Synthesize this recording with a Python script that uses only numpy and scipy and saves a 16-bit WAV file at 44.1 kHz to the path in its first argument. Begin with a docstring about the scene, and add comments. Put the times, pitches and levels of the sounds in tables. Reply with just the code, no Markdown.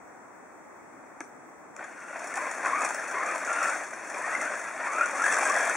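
"""A town hums far off behind thin electronic tones; a toy truck stands on wooden deck tiles, its steering clicks.
Then it drives in bursts of throttle: gear whine is summed from smeared tones at the tooth rates,
grind and tyre hiss from dense tiny impacts, cracks from short noise bursts, knocks from decaying tones and noise.
Walls add a short echo, and a small camera colours everything, with deep notches in its treble."""
import sys
import numpy as np
from scipy import signal
from scipy.fft import rfft, irfft, next_fast_len
from scipy.io import wavfile
from scipy.ndimage import uniform_filter1d, map_coordinates

SR = 44100
rng = np.random.default_rng(int(sys.argv[2]) if len(sys.argv) > 2 else 0)


def elevation(decibels):
    """Turn decibel levels (scalar or array-like) into linear amplitude ratios."""
    levels = np.asarray(decibels, float)
    return 10 ** (levels / 20)


def unload_audio(sound):
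    """Save the sound as a 16-bit wav file, at the path given as the first command line argument."""
    columns = np.transpose(np.atleast_2d(sound))
    # keep every value between -1 and 1, then stretch to whole-number steps
    steps = np.round(np.clip(columns, -1, 1) * 32767)
    wavfile.write(sys.argv[1], SR, steps.astype(np.int16))


N = 254016
START_S = 1.74  # the truck sets off
RELEASE_S = 0.035  # fade after a burst of throttle or a whine


def unit(x):
    """Scales a signal to an rms of one."""
    return x / np.sqrt(np.mean(x ** 2) + 1e-20)


def along(points, hz):
    """Interpolates (Hz, value) points on a log frequency axis."""
    f, v = np.transpose(points)
    return np.interp(np.log(hz + 1), np.log(f + 1), v)


def curves(rows):
    """One value per sample for each column after the time."""
    s, *cols = np.transpose(rows)
    return [np.interp(np.arange(N) / SR, s, c) for c in cols]


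def wobble(rate):
    """A smooth random curve, rate knots a second."""
    knots = rng.standard_normal(int(N * rate / SR) + 4)
    return map_coordinates(knots, [np.arange(N) * rate / SR])


def filtered(x, response):
    """Multiplies the spectrum of x by a response of frequency."""
    n = x.shape[-1]
    m = 2 * next_fast_len(n // 2 + SR // 8)
    return irfft(rfft(x, m) * response(np.fft.rfftfreq(m, 1 / SR)), m)[..., :n]


def causal(gain):
    """The minimum-phase response with this gain: it rings after an impact, not before it."""
    cepstrum = irfft(np.log(gain + 1e-6))
    cepstrum[1:len(cepstrum) // 2] *= 2
    cepstrum[len(cepstrum) // 2 + 1:] = 0
    return np.exp(rfft(cepstrum))


# Colour of the tyre hiss and cracks. Each row: frequency in Hz, relative level in dB.
TYRE_SPECTRUM = [(1500, -57), (2800, -16.5), (4000, -15.5), (6000, -4.5), (9000, -6), (16000, -2.5)]
# Colour of the thin upper shell. 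Each row: frequency in Hz, relative level in dB.
SHELL_SPECTRUM = [(500, -27), (1500, 0), (2000, 5), (2400, -0.5), (2900, -5.5), (4500, -3), (7000, -23)]
# Colour of the rumbling deck. Each row: frequency in Hz, relative level in dB.
DECK_SPECTRUM = [(40, -63), (100, -45), (150, -12), (200, -4.5), (300, 9), (400, -5), (600, -25.5)]


def grind():
    """Uneven tooth and tread contacts shake the body and the deck; the tyres hiss in lumps."""
    def coloured(x, spectrum):
        return unit(filtered(x, lambda hz: causal(elevation(along(spectrum, hz)))))

    grind_db = effort()
    tyre_db, = curves(ROLLING)
    unevenness = 1.23 * wobble(45)  # in dB: random quick unevenness of the grind

    teeth = elevation(unevenness) * contacts(rate=4000, spread_db=2.0)
    shake = unit(patchy(filtered(teeth, body), depth_db=2.7, size=2))
    shell_hits = elevation(unevenness + 0.3 * wobble(30)) * contacts(rate=7600, spread_db=3.0)
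    shell = coloured(shell_hits, SHELL_SPECTRUM)
    grit = elevation(0.79 * unevenness + 0.37 * wobble(74)) * contacts(rate=15000, spread_db=2.0)
    hiss = coloured(patchy(grit, depth_db=2.2, size=4), TYRE_SPECTRUM)
    deck = coloured(elevation(0.13 * unevenness) * rng.standard_normal(N), DECK_SPECTRUM)

    slow_db = uniform_filter1d(grind_db, SR // 5)  # the heavy deck responds slowly
    mix = driving(grind_db - 3.5) * shake
    mix += driving(grind_db - 14.0) * shell
    mix += driving(tyre_db + 9.5) * hiss
    mix += driving(0.73 * slow_db - 32.5) * deck
    return mix


# Rolling, louder with speed and nearness. Each row: time in seconds, relative level in dB.
ROLLING = [(1.72, -69), (1.82, -56.5), (1.96, -57), (2.14, -51), (2.22, -48), (2.36, -45), (2.6, -46.5),
           (2.84, -43), (3.14, -47), (3.55, -40.5), (3.72, -40.5), (3.9, -50), (4.36, -41.5), (4.74, -47),
           (5.1, -43.5), (5.25, -37.5), (5.76, -38.5)]
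# Bursts of throttle. Each row: start in seconds, length before release in seconds, relative grind in dB.
THROTTLE_BURSTS = [(1.773, 0.077, -37), (2.127, .06, -40.5), (2.245, 0.034, -40), (2.33, 0.15, -32),
                   (2.611, .26, -29.5), (2.957, 0.12, -37.5), (3.108, 0.25, -31.5), (3.47, 0.25, -31),
                   (4.165, .13, -36), (4.309, 0.0533, -74), (4.398, 0.073, -29.5), (4.766, 0.32, -32.5),
                   (5.175, 0.25, -31.5), (5.34, 0.32, -31)]


def effort():
    """Relative grind level in dB: freewheeling, plus the power of each burst's attack, hold and release."""
    attack_s, coast_db = 0.038, 12  # coast_db: freewheeling grind over the rolling level
    t = np.arange(N) / SR
    roll_db, = curves(ROLLING)
    power = elevation(roll_db + coast_db) ** 2
    for start, length, db in THROTTLE_BURSTS:
        rise = (t - start) / attack_s
        fall = 1 + (start + length - t) / RELEASE_S
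        power = power + (elevation(db) * np.clip(np.minimum(rise, fall), 0, 1)) ** 2
    return 10 * np.log10(power)


def driving(level_db):
    """Gain of a level curve, silent before the truck sets off."""
    return elevation(level_db) * np.clip((np.arange(N) / SR - START_S) / 0.03, 0, 1)


def contacts(rate, spread_db):
    """Dense tiny impacts of uneven size and random sign, about rate a second."""
    hit, size, sign = rng.random((3, N))
    impacts = (hit < rate / SR) * elevation(-spread_db * np.log(size + 1e-4))
    return unit(impacts * np.sign(sign - .5))


def patchy(x, depth_db, size):
    """Random gain in small patches of time and pitch: the sound is uneven and blotchy."""
    z = signal.stft(x, nperseg=512)[2]
    field = uniform_filter1d(rng.standard_normal(z.shape), size, 0)  # size in frequency bins
    field = uniform_filter1d(field, 4, 1)
    return signal.istft(z * elevation(depth_db * unit(field)), nperseg=512)[1][:N]


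# Body resonances. Each row: centre in Hz, width in Hz, relative level in dB.
BODY_MODES = [(308, 57, -15.5), (624, 184, 0.5), (1130, 370, 0.5), (1460, 353, 3.5), (1736, 340, 2.5),
              (2435, 840, -7.5)]


def body(f):
    """Response of the plastic body: resonances of alternate sign, too small a shell to radiate bass."""
    modes = 0
    for k, (centre, width, db) in enumerate(BODY_MODES):
        damping = 1j * f * width
        modes = modes + (-1) ** k * elevation(db) * damping / (centre * centre - f * f + damping)
    return modes * (1j * f / (1j * f + 170)) ** 3


# Gear pairs sounding with the motor. Each row: ratio to the tooth rate, relative level in dB.
GEAR_PAIRS = [(1, 2), (0.81, -16.5), (1.4, -19), (1.9, -9.5), (2.02, -10.5)]
# The motor gears' glides, before sway. Each row: start in seconds, length before release in seconds,
# first tooth rate in Hz, last tooth rate in Hz, relative level in dB.
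MOTOR_GLIDES = [(1.851, .35, 1460, 1410, -52.5), (2.12, 0.14, 685, 736, -49.5),
                (2.344, 0.13, 1060, 1032, -42.5), (2.627, 0.23, 1049, 1248, -35.5),
                (3.111, 0.21, 1010, 1260, -39.5), (3.461, 0.22, 1384, 1433, -35.5),
                (4.149, .22, 978, 1470, -43), (4.389, 0.086, 1340, 1510, -38),
                (4.802, 0.12, 959, 1199, -41.5), (4.921, .12, 1281, 1453, -34.5),
                (5.179, .13, 1357, 1760, -34.5), (5.384, 0.32, 1621, 1751, -37.5)]
# The output gear pair's own glides, before sway. Each row: start in seconds, length before release
# in seconds, first tooth rate in Hz, last tooth rate in Hz, relative level in dB.
OUTPUT_GLIDES = [(3.11, 0.22, 2060, 2540, -47.5), (4.2, 0.2, 1780, 2020, -40.5),
                 (4.83, .2, 2210, 2520, -42)]


def whine():
    """Under throttle the gears sing at their tooth rates; play in the teeth smears and sways the lines."""
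    sway = 1 + .022 * wobble(45)
    motor = sum(sing(glide(*row), GEAR_PAIRS, sway, steady=1.0) for row in MOTOR_GLIDES)
    output = sum(sing(glide(*row), [(1, 0)], sway, steady=0.95) for row in OUTPUT_GLIDES)
    return motor + output


def glide(s, length, first_hz, last_hz, db):
    """(s, Hz, dB) corners of one whine: it fades in, glides and swells, and fades out."""
    swell_db, edge_db, spin_up_s = 1, 10.5, .04
    return [(s, first_hz, db - edge_db),
            (s + spin_up_s, first_hz, db - swell_db),
            (s + length, last_hz, db + swell_db),
            (s + length + RELEASE_S, last_hz, db - edge_db)]


def sing(rows, meshes, sway, steady):
    """One glide: each gear pair is a tone at its ratio of the tooth rate, smeared by random modulation."""
    hz, db = curves(rows)
    t = np.arange(N) / SR
    on = np.clip(np.minimum(t - rows[0][0], rows[-1][0] + 0.0057 - t) / 0.015, 0, 1)
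    span = on > 0
    phase = 2 * np.pi * np.cumsum((hz * sway)[span]) / SR
    line = np.zeros(N)
    for ratio, mesh_db in meshes:
        knots = rng.standard_normal((2, 200))
        position = np.arange(len(phase)) * 190 * np.sqrt(ratio) / SR  # higher lines smear faster
        a, b = (map_coordinates(k, [position]) for k in knots)
        tone = (steady + a) * np.cos(ratio * phase) + b * np.sin(ratio * phase)
        line[span] += elevation(db[span] + mesh_db) * on[span] * tone
    return line


# Sharp ticks of the steering linkage and axles. Each row: time in seconds, strength in dB.
LINKAGE_TICKS = [(1.2045, -14), (1.239, -34), (1.2454, -33), (1.7643, -18), (2.34, -14), (2.8894, -12),
                 (2.9453, -12), (3.0745, -21), (3.38, -14), (3.468, -14), (4.143, -19), (4.934, -18),
                 (5.155, -18)]
# The body knocks as the drive takes up slack or a wheel drops. 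Each row: time in seconds,
# strength in dB, pitch in Hz, ringing share from 0 to 1.
BODY_KNOCKS = [(1.2048, -23, 1520, 0.32), (1.2057, -24.5, 322, 0.67), (1.79, -28.5, 1450, 0.3),
               (1.806, -27, 756, 0.62), (1.839, -28, 1620, 0.8), (2.105, -27, 580, 0.8),
               (2.156, -19, 716, 0.66), (2.34, -23, 1800, 0.66), (2.465, -19.5, 1065, 0.85),
               (2.659, -11.5, 1140, 0.5), (2.731, -12, 1130, 1), (2.905, -18, 873, 0.6),
               (2.981, -21, 1686, 1), (3.138, -21, 1050, 0.4), (3.169, -17.5, 1120, 0.97),
               (3.227, -14, 1260, 0.53), (3.475, -17, 1430, 0.9), (4.142, -24.5, 750, 0.25),
               (4.24, -19.5, 1820, 1), (4.349, -13, 2090, 0.7), (4.535, -18.5, 640, 0.32),
               (4.801, -21, 1400, 0.2), (4.982, -13, 1420, 0.6), (5.009, -8, 1400, 0.88),
               (5.031, -11, 1460, 0.98), (5.195, -13.5, 1350, 0.75), (5.218, -12.5, 1310, 0.9),
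               (5.239, -8.5, 1654, 1), (5.259, -11.5, 1764, 0.88), (5.278, -11, 1813, 0.7),
               (5.32, -15, 1550, 0.9), (5.385, -13, 1095, 0.6), (5.453, -14, 1625, 0.56),
               (5.499, -9.5, 1146, 0.96), (5.554, -14, 1925, 1), (5.565, -12.5, 1640, 0.94),
               (5.694, -11, 1480, 0.9)]


def clicks():
    """Bright cracks that also shake the body, and duller knocks that ring briefly at their own pitch."""
    def burst(db, decay_s, rise_s):  # decay_s: time to fall 60 dB
        return elevation(db - 60 * t / decay_s) * (1 - np.exp(-t / rise_s))

    t = np.arange(SR // 8) / SR
    lumps, knock = np.zeros(N + SR), np.zeros(N + SR)
    for s, db in rattle():
        lumps[round(s * SR):][:len(t)] += burst(db + 12, 0.031, 0.003)
    for s, db in LINKAGE_TICKS:
        lumps[round(s * SR):][:len(t)] += burst(db, 0.011, 0.00035)
    for s, db, hz, share in BODY_KNOCKS:
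        share = np.clip(share, 0, 1)
        thud = unit(filtered(rng.standard_normal(len(t)), body))
        jitter = np.cumsum(rng.normal(0, 0.02, len(t)))
        ring = np.sin(2 * np.pi * hz * t + jitter)
        knock[round(s * SR):][:len(t)] += burst(db, 0.039, 0.0026) * (share * ring + (1 - share) * thud)
    crack, shake = lumps[:N] * rng.standard_normal((2, N))
    crack = patchy(crack, depth_db=3.0, size=7)
    crack = filtered(crack, lambda hz: causal(elevation(along(TYRE_SPECTRUM, hz))))
    knock = filtered(knock[:N], lambda f: (1j * f / (1j * f + 140)) ** 4)  # trims the bass
    return crack + elevation(-2.0) * filtered(shake, body) + knock


# Single cracks, faint to loud, of tread, grit and plastic. Each row: time in seconds, relative level in dB.
SINGLE_CRACKS = [(1.8387, -34), (2.0308, -52), (2.1904, -29.5), (2.2398, -27), (2.2693, -27.5),
                 (2.355, -22), (2.37, -22.5), (2.5107, -23), (2.54, -33), (2.6554, -21.5), (2.7906, -31),
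                 (2.806, -25), (2.818, -22), (2.846, -20), (2.855, -31), (2.8885, -32), (2.904, -28),
                 (2.9427, -27.5), (2.993, -30), (3.0385, -27.5), (3.0739, -38), (3.1099, -24.5),
                 (3.347, -27), (3.379, -41), (3.4012, -32), (3.4456, -44), (3.5284, -20.5), (3.6277, -20),
                 (3.6717, -22), (3.695, -21), (3.7458, -29), (3.833, -30), (3.906, -29.5), (4.0975, -27),
                 (4.4104, -22.5), (4.5341, -39)]
# Wheels crossing the slats square on, a steady rattle. Each row: start in seconds, end in seconds,
# gap between cracks in seconds.
SLAT_RUNS = [(3.233, 3.32, .0262), (4.958, 5.115, .0249), (5.219, 5.35, .0202), (5.363, 5.7, .022)]


def rattle():
    """(s, relative dB) of every crack: the single ones, the evenly spaced slat runs and random grit."""
    slat_db, slat_spread_db = 17.5, 1.5  # over the rolling level
    grit_per_s, grit_db, grit_spread_db = 40, 10, 5  # over the rolling level, spread either way
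    rows = list(SINGLE_CRACKS)
    for start, end, gap in SLAT_RUNS:
        times = start + gap * np.arange(20)
        db = np.interp(start, *np.transpose(ROLLING)) + slat_db
        levels = db + slat_spread_db * rng.standard_normal(20)
        rows += [beat for beat in zip(times, levels) if beat[0] < end]
    wait, size = rng.random((2, 300))
    when = START_S - np.cumsum(np.log(1 - wait)) / grit_per_s
    level = np.interp(when, *np.transpose(ROLLING)) + grit_db + grit_spread_db * (2 * size - 1)
    return rows + [row for row in zip(when, level) if row[0] < N / SR]


# Decay of the echo. Each row: frequency in Hz, time to fall 60 dB in seconds.
ECHO_DECAY = [(200, 0.2), (2000, 0.3), (10000, 0.3)]


def patio(x):
    """Walls answer with a decaying stereo noise tail; each frequency dies at its own speed."""
    hz, t, z = signal.stft(rng.standard_normal((2, SR // 3)), SR, nperseg=256)
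    decay = elevation(-60 * t / along(ECHO_DECAY, hz)[:, None])
    tail = signal.istft(z * decay, SR, nperseg=256)[1]
    late = np.pad(x, (300, 0))[None]  # 300 samples, about 7 ms
    return signal.fftconvolve(late, tail / np.linalg.norm(tail[0]), axes=1)[:, :N]


# Colour of the far town. Each row: frequency in Hz, relative level in dB.
TOWN_SPECTRUM = [(25, -42), (60, -18.5), (100, -15.5), (200, -5), (280, 1.5), (450, -2), (750, 0.5),
                 (1200, -2.5), (2000, -8), (2700, -19), (4000, -23), (7000, -15.5), (10000, -17.5),
                 (16000, -14)]
# Likeness of the hum at left and right. Each row: frequency in Hz, correlation from -1 to 1.
TOWN_LIKENESS = [(60, 0.37), (150, 0.38), (380, 0.27), (950, 0.6), (2380, 0.18), (5980, -0.29),
                 (15000, 0.24)]


def town():
    """Far hum of coloured noise, partly shared by both channels, swelling a little."""
    def mid_side(hz):
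        angle = np.arccos(np.clip(along(TOWN_LIKENESS, hz), -1, 1)) / 2
        return elevation(along(TOWN_SPECTRUM, hz)) * [np.cos(angle), np.sin(angle)]

    mid, side = filtered(rng.standard_normal((2, N)), mid_side)
    level_db = -47 + 0.4 * wobble(2.16) + [[.7], [-.7]]  # left, right
    return elevation(level_db) * unit(np.array([mid + side, mid - side]))


# Thin electronic tones of steady pitch. Each row: frequency in Hz, mean level in dB.
STEADY_TONES = [(7800, -65.5), (7825, -79), (9000, -78), (15625, -58)]
# A faint gliding whistle. Each row: time in seconds, frequency in Hz, mean level in dB.
GLIDING_WHISTLE = [(1.3, 8300, -95), (1.36, 9400, -71), (1.43, 10300, -64), (1.5, 9800, -72),
                   (1.55, 9700, -88), (1.63, 9850, -74), (2.05, 10200, -72), (2.15, 10000, -95)]
# Colour of the camera's own hiss. Each row: frequency in Hz, relative level in dB.
CIRCUIT_SPECTRUM = [(10000, -60), (13500, -12), (14000, -4), (15000, 3), (15700, -7)]


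def tones():
    """Thin sines of steady pitch, the faint whistle and the circuit hiss, all wavering in level."""
    t = np.arange(N) / SR
    steady = sum(elevation(db + 1.1 * wobble(6)) * np.sin(2 * np.pi * hz * t) for hz, db in STEADY_TONES)
    hz, db = curves(GLIDING_WHISTLE)
    whistle = elevation(db + 2.1 * wobble(29.6)) * np.sin(2 * np.pi * np.cumsum(hz) / SR)
    noise = elevation(2.5 * wobble(25)) * rng.standard_normal((2, N))
    hiss = filtered(noise, lambda f: elevation(along(CIRCUIT_SPECTRUM, f)))
    return steady + whistle + elevation(-45) * unit(hiss)


# The truck's lean. Each row: frequency in Hz, left minus right in dB.
LEFT_LEAN = [(60, -3), (200, 1.8), (550, 2), (1300, 3), (2500, 2), (5000, 2), (9000, 5), (14000, 3.5)]


def scene():
    """The truck with its echo, leaning left over most of the range, over the hum and tones."""
    truck = grind() + whine() + clicks()
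    echo_colour = [(1000, -13.5), (4000, -10), (9000, -2.5)]  # Hz, dB
    echo = patio(filtered(truck, lambda hz: elevation(along(echo_colour, hz))))
    leaning = filtered(truck + echo, lambda hz: elevation(along(LEFT_LEAN, hz) * [[.5], [-.5]]))
    return leaning + town() + tones()


def low_pass(x):
    """Removes everything above the highest recorded frequency."""
    return signal.sosfilt(signal.butter(12, 17010, fs=SR, output="sos"), x)


# Colour of the small camera. Each row: frequency in Hz, gain in dB.
CAMERA_COLOUR = [(0, 0), (2500, 0), (2850, -9), (3400, -8.5), (4700, -11.5), (5300, -6.5), (5900, -5),
                 (9500, -10.5), (10800, -20.5), (11400, -30.5), (11750, -51), (13740, -74), (13950, -34),
                 (14500, -39), (15600, -24.5), (15800, -86)]
# Deep notches in its treble. Each row: centre in Hz, width in Hz, steepness as an exponent.
CAMERA_NOTCHES = [(3000, 194, 1.22), (4005, 139, 2.3), (5042, 131, 2.66)]


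def record(dry):
    """The camera's uneven response and deep notches filter the whole scene."""
    def colour(f):
        gain = elevation(np.interp(f, *np.transpose(CAMERA_COLOUR)))
        for centre, width, steepness in CAMERA_NOTCHES:
            offset = (f - centre) ** 2
            gain = gain * (offset / (offset + width * width)) ** (steepness / 2)
        return causal(gain)

    mix = filtered(dry, colour)
    return low_pass(mix)


dry = scene()
out = record(dry)
unload_audio(out)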